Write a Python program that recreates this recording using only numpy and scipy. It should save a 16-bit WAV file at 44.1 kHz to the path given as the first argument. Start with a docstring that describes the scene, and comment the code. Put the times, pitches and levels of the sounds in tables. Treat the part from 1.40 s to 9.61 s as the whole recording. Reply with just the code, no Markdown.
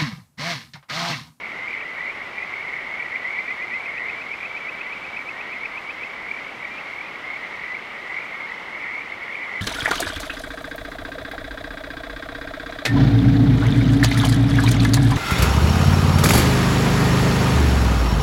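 """Night beside a small stream, the microphone in the open: water rushes throughout as smooth, patchy noise.
From the start a far chorus of many random calls blurs into one band, and near frogs stand out before it
with rising trills of about forty pulses a second, soon joined by single rising whistles. Between about two
and five seconds come three steady bouts of whistles; later a few drops tick in the grass as short noise
bursts. Stones, reeds and banks add a short tail to every call."""
import sys
import numpy as np
from scipy import signal
from scipy.fft import rfft, irfft
from scipy.io import wavfile

SR = 44100
rng = np.random.default_rng(int(sys.argv[2]) if len(sys.argv) > 2 else 0)


def inscribe(sig):
    """Save sig as 16-bit PCM at rate SR to the path in sys.argv[1].

    A 1-D sig is mono; a 2-D sig holds one channel per row.
    Samples are clipped to [-1, 1] before scaling.
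    """
    pcm = np.round(np.clip(np.atleast_2d(sig).T, -1, 1) * 32767)
    wavfile.write(sys.argv[1], SR, pcm.astype(np.int16))


N = 362061

# Rush of the stream. Each row: frequency in Hz, relative spectral level in dB.
STREAM_COLOUR = [(20, -15), (45, -10), (100, -8), (220, -3), (500, -1), (1250, 2), (1650, -1), (2700, -3),
                 (3400, -9.5), (4500, -17), (5500, -21.5), (7000, -28.5), (10000, -35), (13000, -38),
                 (16000, -44.5)]
# Swell of the far chorus. Each row: time in seconds, rms level in dB.
FAR_LEVELS = [(0.0, -33.5), (0.41, -33.5), (0.89, -35), (1.37, -32.5), (2.29, -35.5), (2.58, -34),
              (2.95, -36.5), (3.61, -37.5), (3.84, -38), (4.11, -36.5), (5.94, -36.5), (6.08, -34),
              (6.54, -37), (6.88, -34), (7.13, -34.5), (7.55, -33.5), (7.75, -37.5), (8.21, -32)]
# Near trills. Each row: start in seconds, length in seconds, start of the slow climb in Hz,
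# pulse rate in Hz, level in dB before the call's own envelope and the wavering.
NEAR_TRILLS = [(0.006, 0.055, 2160, 43, -20.5), (0.102, 0.13, 1900, 36.7, -24.5),
               (0.277, 0.17, 2090, 41.5, -24), (0.28, 0.055, 2310, 42.6, -19.5),
               (0.376, 0.05, 2530, 37, -26), (0.425, 0.17, 1930, 41.2, -27.5),
               (0.574, 0.058, 1890, 37, -19), (0.603, 0.11, 2080, 40.5, -26),
               (0.783, 0.052, 2075, 36.2, -23.5), (0.881, 0.15, 2190, 41.3, -26),
               (0.95, 0.1, 1950, 41.2, -21), (1.114, 0.12, 2075, 46, -19), (1.25, 0.15, 1980, 43.9, -26),
               (1.328, 0.1, 1880, 43.4, -31), (1.437, 0.2, 2000, 38.7, -20.5),
               (1.508, 0.16, 1980, 45.7, -24), (1.745, 0.22, 1960, 45.6, -24),
               (1.793, 0.22, 1950, 37, -19.5), (1.968, 0.15, 2200, 45.1, -25),
               (2.175, 0.045, 1945, 39, -22), (2.251, 0.17, 2020, 41.3, -23),
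               (2.593, 0.16, 1920, 45, -20.5), (2.649, 0.051, 1960, 45, -23),
               (2.69, 0.078, 2089, 40.7, -23), (2.824, 0.14, 2190, 36.4, -28),
               (2.886, 0.051, 2140, 44.5, -23), (2.977, 0.071, 2320, 44, -21.5),
               (3.7, 0.099, 2170, 44.6, -24), (4.108, 0.16, 2010, 41.6, -22),
               (4.238, 0.14, 1970, 36.4, -28), (4.575, 0.15, 2060, 43.2, -24.5),
               (4.754, 0.128, 2040, 39, -32), (4.815, 0.18, 2060, 41.2, -24), (4.882, 0.04, 2230, 40, -16),
               (4.941, 0.16, 2030, 41.1, -25), (5.121, 0.1, 1930, 39.2, -31), (5.198, 0.059, 2180, 43, -19),
               (5.408, 0.1, 2035, 45.3, -27.5), (5.504, 0.12, 2085, 40.5, -20),
               (5.633, 0.055, 2400, 42.5, -25.5), (5.679, 0.085, 2120, 40.8, -26),
               (5.812, 0.171, 1990, 42.1, -22), (5.843, 0.072, 2056, 37.3, -20.5),
               (5.914, 0.057, 2060, 41, -23), (6.188, 0.12, 1870, 44.5, -22),
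               (6.678, 0.11, 1890, 44.5, -21), (6.693, 0.098, 2010, 45.1, -15),
               (6.711, 0.077, 2145, 36.2, -22.6), (6.793, 0.037, 2300, 45.3, -22),
               (6.972, 0.053, 2140, 37, -24), (7.068, 0.056, 1900, 43, -21), (7.254, 0.17, 1995, 45.2, -29),
               (7.455, 0.17, 2060, 38.9, -25.5), (7.464, 0.15, 2000, 36.5, -22.5),
               (7.695, 0.05, 2075, 45.6, -17), (7.832, 0.14, 2065, 45.1, -23),
               (7.893, 0.17, 2015, 38.9, -26), (8.126, 0.048, 1970, 41, -22)]
# Near single whistles. Each row: start in seconds, length in seconds, start pitch in Hz, rise in Hz
# (if it ran the full length), final flick in Hz, level in dB before envelope and wavering.
NEAR_WHISTLES = [(0.189, 0.1, 1960, 240, 200, -25.5), (0.577, 0.098, 1938, 113, 270, -27.5),
                 (0.667, 0.041, 2089, 68, 268, -26), (0.846, 0.033, 1966, 80, 0, -28),
                 (0.928, 0.115, 2320, 90, 90, -31), (1.015, 0.03, 1880, 120, 270, -36),
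                 (1.118, 0.028, 1920, 90, 268, -25.5), (1.178, 0.12, 1766, 450, 2, -31.5),
                 (1.317, 0.029, 2153, 30, 2, -26), (1.517, 0.031, 2153, 36, 0, -27),
                 (1.576, 0.065, 1895, 68, 270, -27), (1.635, 0.034, 1930, 70, 0, -26.5),
                 (1.72, 0.045, 2010, 55, 270, -23), (2.064, 0.033, 2200, 120, 0, -26.5),
                 (2.159, 0.074, 2117, 185, 180, -28), (2.198, 0.023, 1962, 120, 0, -26),
                 (2.253, 0.056, 2046, 50, 270, -33), (2.358, 0.031, 2000, 115, 0, -25.5),
                 (2.472, 0.029, 2153, 20, 2, -23), (2.531, 0.14, 1787, 400, 0, -28),
                 (2.752, 0.039, 2290, 53, 0, -28), (3.129, 0.028, 2230, 60, 0, -27),
                 (3.234, 0.04, 2150, 100, -2, -30), (3.445, 0.035, 1970, 55, 0, -30),
                 (3.887, 0.03, 2120, 134, 0, -28.5), (4.46, 0.04, 2200, 130, 0, -28),
                 (5.295, 0.1, 2334, 81, 266, -29.5), (6.058, 0.094, 2003, 275, 2, -35.5),
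                 (6.285, 0.072, 1960, 90, 272, -23), (6.334, 0.047, 2003, 200, 0, -28.5),
                 (6.82, 0.047, 2067, 50, 270, -31), (6.852, 0.11, 1930, 275, 0, -36),
                 (6.982, 0.083, 2085, 75, 2, -27.5), (7.808, 0.032, 2153, 110, 0, -27),
                 (7.922, 0.036, 2076, 65, 270, -27.5), (8.076, 0.11, 1873, 450, 0, -31),
                 (8.14, 0.063, 1981, 40, 0, -28.5)]
# Steady bouts of near whistles. Each row: first call in seconds, number of calls, first gap in seconds,
# last gap in seconds, call length in seconds, start pitch in Hz, rise in Hz, final flick in Hz,
# first and last level in dB, all as for single whistles; gaps run from start to start.
WHISTLE_BOUTS = [(1.713, 6, .1185, .1185, 0.063, 1880, 242, 1, -24, -22.5),
                 (2.296, 20, .1189, .13, .054, 2240, 130, 221, -27, -26),
                 (3.075, 7, .116, .116, 0.049, 2220, 120, 4, -30, -30.5)]
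# Drops in the grass. Each row: start in seconds, level in dB of the noise burst before its band-pass.
DROPS = [(4.1854, -51), (5.6216, -51), (7.8356, -46), (7.9189, -51)]

STREAM_DB = -37  # rms
OCTAVE_DB = -33.5  # faint second harmonic of every voice
TRILL_CLIMB_HZ_PER_S = 1600  # near trills
SQUEEZE_S, SQUEEZE_EDGE_S = 0.011, 0.002  # last squeeze of a whistle: its length and how fast it sets in
FAR_VOICE_HZ, FAR_SPREAD_HZ, FAR_RISE_HZ = 1945, 100, 260.15
FAR_SPREAD_DB = 2.0  # loudness spread from call to call
BANK_T60_S, BANK_DB = 0.15, -20  # decay by 60 dB, and level of the tail against the calls
TIRING_POWER = 6  # high, so the gaps of a bout change only near its end
CUTOFF_HZ = 15710


def from_db(db):
    """Decibels to gain."""
    return 10 ** (np.asarray(db) / 20)


def rms_one(x):
    """Scale to rms 1."""
    return x / np.sqrt(np.mean(x ** 2) + 1e-20)


def drift(rate_hz):
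    """Slow chance: noise at every 40th sample through a double one-pole low-pass, spread about 1."""
    pole = np.exp(-80 * np.pi * rate_hz / SR)
    noise = rng.standard_normal(N // 40 + 2002)
    slow = signal.lfilter([1], [1, -2 * pole, pole * pole], noise)[2000:]  # drop the filter's run-in
    return np.interp(np.arange(N) / 40, np.arange(len(slow)), rms_one(slow))


def add(track, start_s, sound):
    """Mix a sound in at its start time, cut at both ends of the track."""
    at = round(start_s * SR)
    first, last = max(at, 0), min(at + len(sound), N)
    if last > first:
        track[first:last] += sound[first - at:last - at]


def stream(patchy_db):
    """Countless far bubbles merge into smooth noise; each octave swells a little on its own."""
    hz = np.maximum(np.arange(N // 2 + 1) * SR / N, 1)
    table_hz, table_db = np.transpose(STREAM_COLOUR)
    level_db = np.interp(np.log(hz), np.log(table_hz), table_db)
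    colour = rfft(rng.standard_normal(N)) * from_db(level_db)
    octave = np.clip(np.log2(hz / 30), 0, 9)
    out = 0
    for k in range(10):
        share = np.clip(1 - np.abs(octave - k), 0, 1)  # overlapping triangles
        swell = from_db(patchy_db * (drift(4) + drift(25)))
        out = out + irfft(colour * share, N) * swell
    return from_db(STREAM_DB) * rms_one(out)


def sine(hz, turn):
    """A near-pure tone that follows a pitch track, starting at a given fraction of a turn."""
    phase = 2 * np.pi * (np.cumsum(hz) / SR + turn)
    return np.sin(phase) + from_db(OCTAVE_DB) * np.sin(2 * phase)


def trill(length, start_hz, end_hz, pulse_hz, turn):
    """The glottis opens pulse by pulse; each pulse chirps upward on top of the slow climb."""
    t = np.arange(int(length * SR)) / SR
    cycle = t * pulse_hz % 1
    climb_hz = start_hz + (end_hz - start_hz) * t / length
    chirp_hz = 350 * (cycle - 0.3)
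    opening = np.sin(np.pi * np.clip(cycle / 0.64, 0, 1))  # shut for the rest of each cycle
    swell = 0.23 + 0.46 * t / length
    fade = np.minimum(1, (length - t) / 0.003)
    return swell * opening * fade * sine(climb_hz + chirp_hz, turn)


def whistle(length, start_hz, end_hz, flick_hz, turn):
    """One breath through the vocal sac: pitch and level climb; a last squeeze may flick both upward."""
    t = np.arange(int(length * SR)) / SR
    squeeze = 1 / (1 + np.exp((length - SQUEEZE_S - t) / SQUEEZE_EDGE_S))
    climb = np.minimum(t, length - SQUEEZE_S) / length  # halts at the squeeze
    hz = start_hz + (end_hz - start_hz) * climb + flick_hz * squeeze
    effort = t / length
    if flick_hz > 50:  # only a clear flick shapes the level too
        effort = (squeeze + effort) / 2
    edges = np.minimum(1, t / 0.016) * np.minimum(1, (length - t) / 0.0034)
    return (0.4 + 0.6 * effort) * edges * sine(hz, turn)


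def far_frogs(count=800):
    """Many far calls at random moments, each with its own voice; one in five whistles, the rest trill."""
    out = np.zeros(N)
    draws = np.c_[rng.random((count, 4)), rng.standard_normal((count, 2))]
    for when, kind, turn, span, voice, loud in draws:
        start_s = when * (N / SR + 0.2) - 0.2  # some calls are already under way at the start
        hz = FAR_VOICE_HZ + FAR_SPREAD_HZ * np.clip(voice, -1.6, 1.6)
        if kind < 1 / 5:
            call = 0.66 * whistle(0.0393 + 0.0424 * span, hz, hz + 0.613 * FAR_RISE_HZ, 0, turn)
        else:
            call = trill(0.08 + 0.12 * span, hz, hz + FAR_RISE_HZ, 37 + 9 * turn, turn)
        add(out, start_s, from_db(FAR_SPREAD_DB * loud) * call)
    times_s, levels_db = np.transpose(FAR_LEVELS)
    return from_db(np.interp(np.arange(N) / SR, times_s, levels_db)) * rms_one(out)


def banks(calls):
    """Stones, reeds and the banks scatter the calls into a short dying tail."""
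    t = np.arange(SR // 2) / SR
    decay = from_db(-60 * t / BANK_T60_S) * np.minimum(1, t / 0.0034)
    tail = rng.standard_normal(len(t)) * decay
    return signal.fftconvolve(calls, tail / np.sqrt(np.sum(tail ** 2)))[:N]


def near_frogs():
    """The callers that stand out one by one; moving air makes them waver and roughens them."""
    out = np.zeros(N)
    turns = rng.random(len(NEAR_TRILLS))
    for (s, length, hz, pulse_hz, level_db), turn in zip(NEAR_TRILLS, turns):
        end_hz = hz + TRILL_CLIMB_HZ_PER_S * length
        add(out, s, from_db(level_db) * trill(length, hz, end_hz, pulse_hz, turn))
    whistles = bouts() + list(NEAR_WHISTLES)
    turns = rng.random(len(whistles))
    for (s, length, hz, rise_hz, flick_hz, level_db), turn in zip(whistles, turns):
        add(out, s, from_db(level_db) * whistle(length, hz, hz + rise_hz, flick_hz, turn))
    return out * from_db(0.62 * drift(30) + 1.36 * drift(160))


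def bouts():
    """Spell each bout out as whistles at a steady pace; where its last gap is longer, the frog tires."""
    rows = []
    for first_s, calls, gap_s, last_gap_s, *shape, first_db, last_db in WHISTLE_BOUTS:
        tiring = np.linspace(0, 1, round(calls) - 1) ** TIRING_POWER
        gaps = gap_s + (last_gap_s - gap_s) * tiring
        starts = first_s + np.r_[0, np.cumsum(gaps)]
        levels_db = np.linspace(first_db, last_db, len(starts))
        rows += [(s, *shape, db) for s, db in zip(starts, levels_db)]
    return rows


def drops():
    """Tiny bright ticks of water on leaves: band-passed noise that dies within milliseconds."""
    out, t = np.zeros(N), np.arange(SR // 100) / SR
    for s, level_db in DROPS:
        add(out, s, from_db(level_db) * rng.standard_normal(len(t)) * np.exp(-t / 0.0013))
    bright = signal.butter(2, [6000, 12000], "band", fs=SR, output="sos")
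    return signal.sosfilt(bright, out)


def scene():
    """Water, far and near frogs with their scattered tail, and drops, on one channel."""
    water = stream(patchy_db=0.47)
    frogs = far_frogs() + near_frogs()
    tail = from_db(BANK_DB) * banks(frogs)
    return (water + frogs + tail + drops())[None]


def record(dry):
    """A steep low-pass cuts the top."""
    return signal.sosfilt(signal.ellip(12, 0.3, 60, CUTOFF_HZ, fs=SR, output="sos"), dry)


dry = scene()
out = record(dry)
inscribe(out)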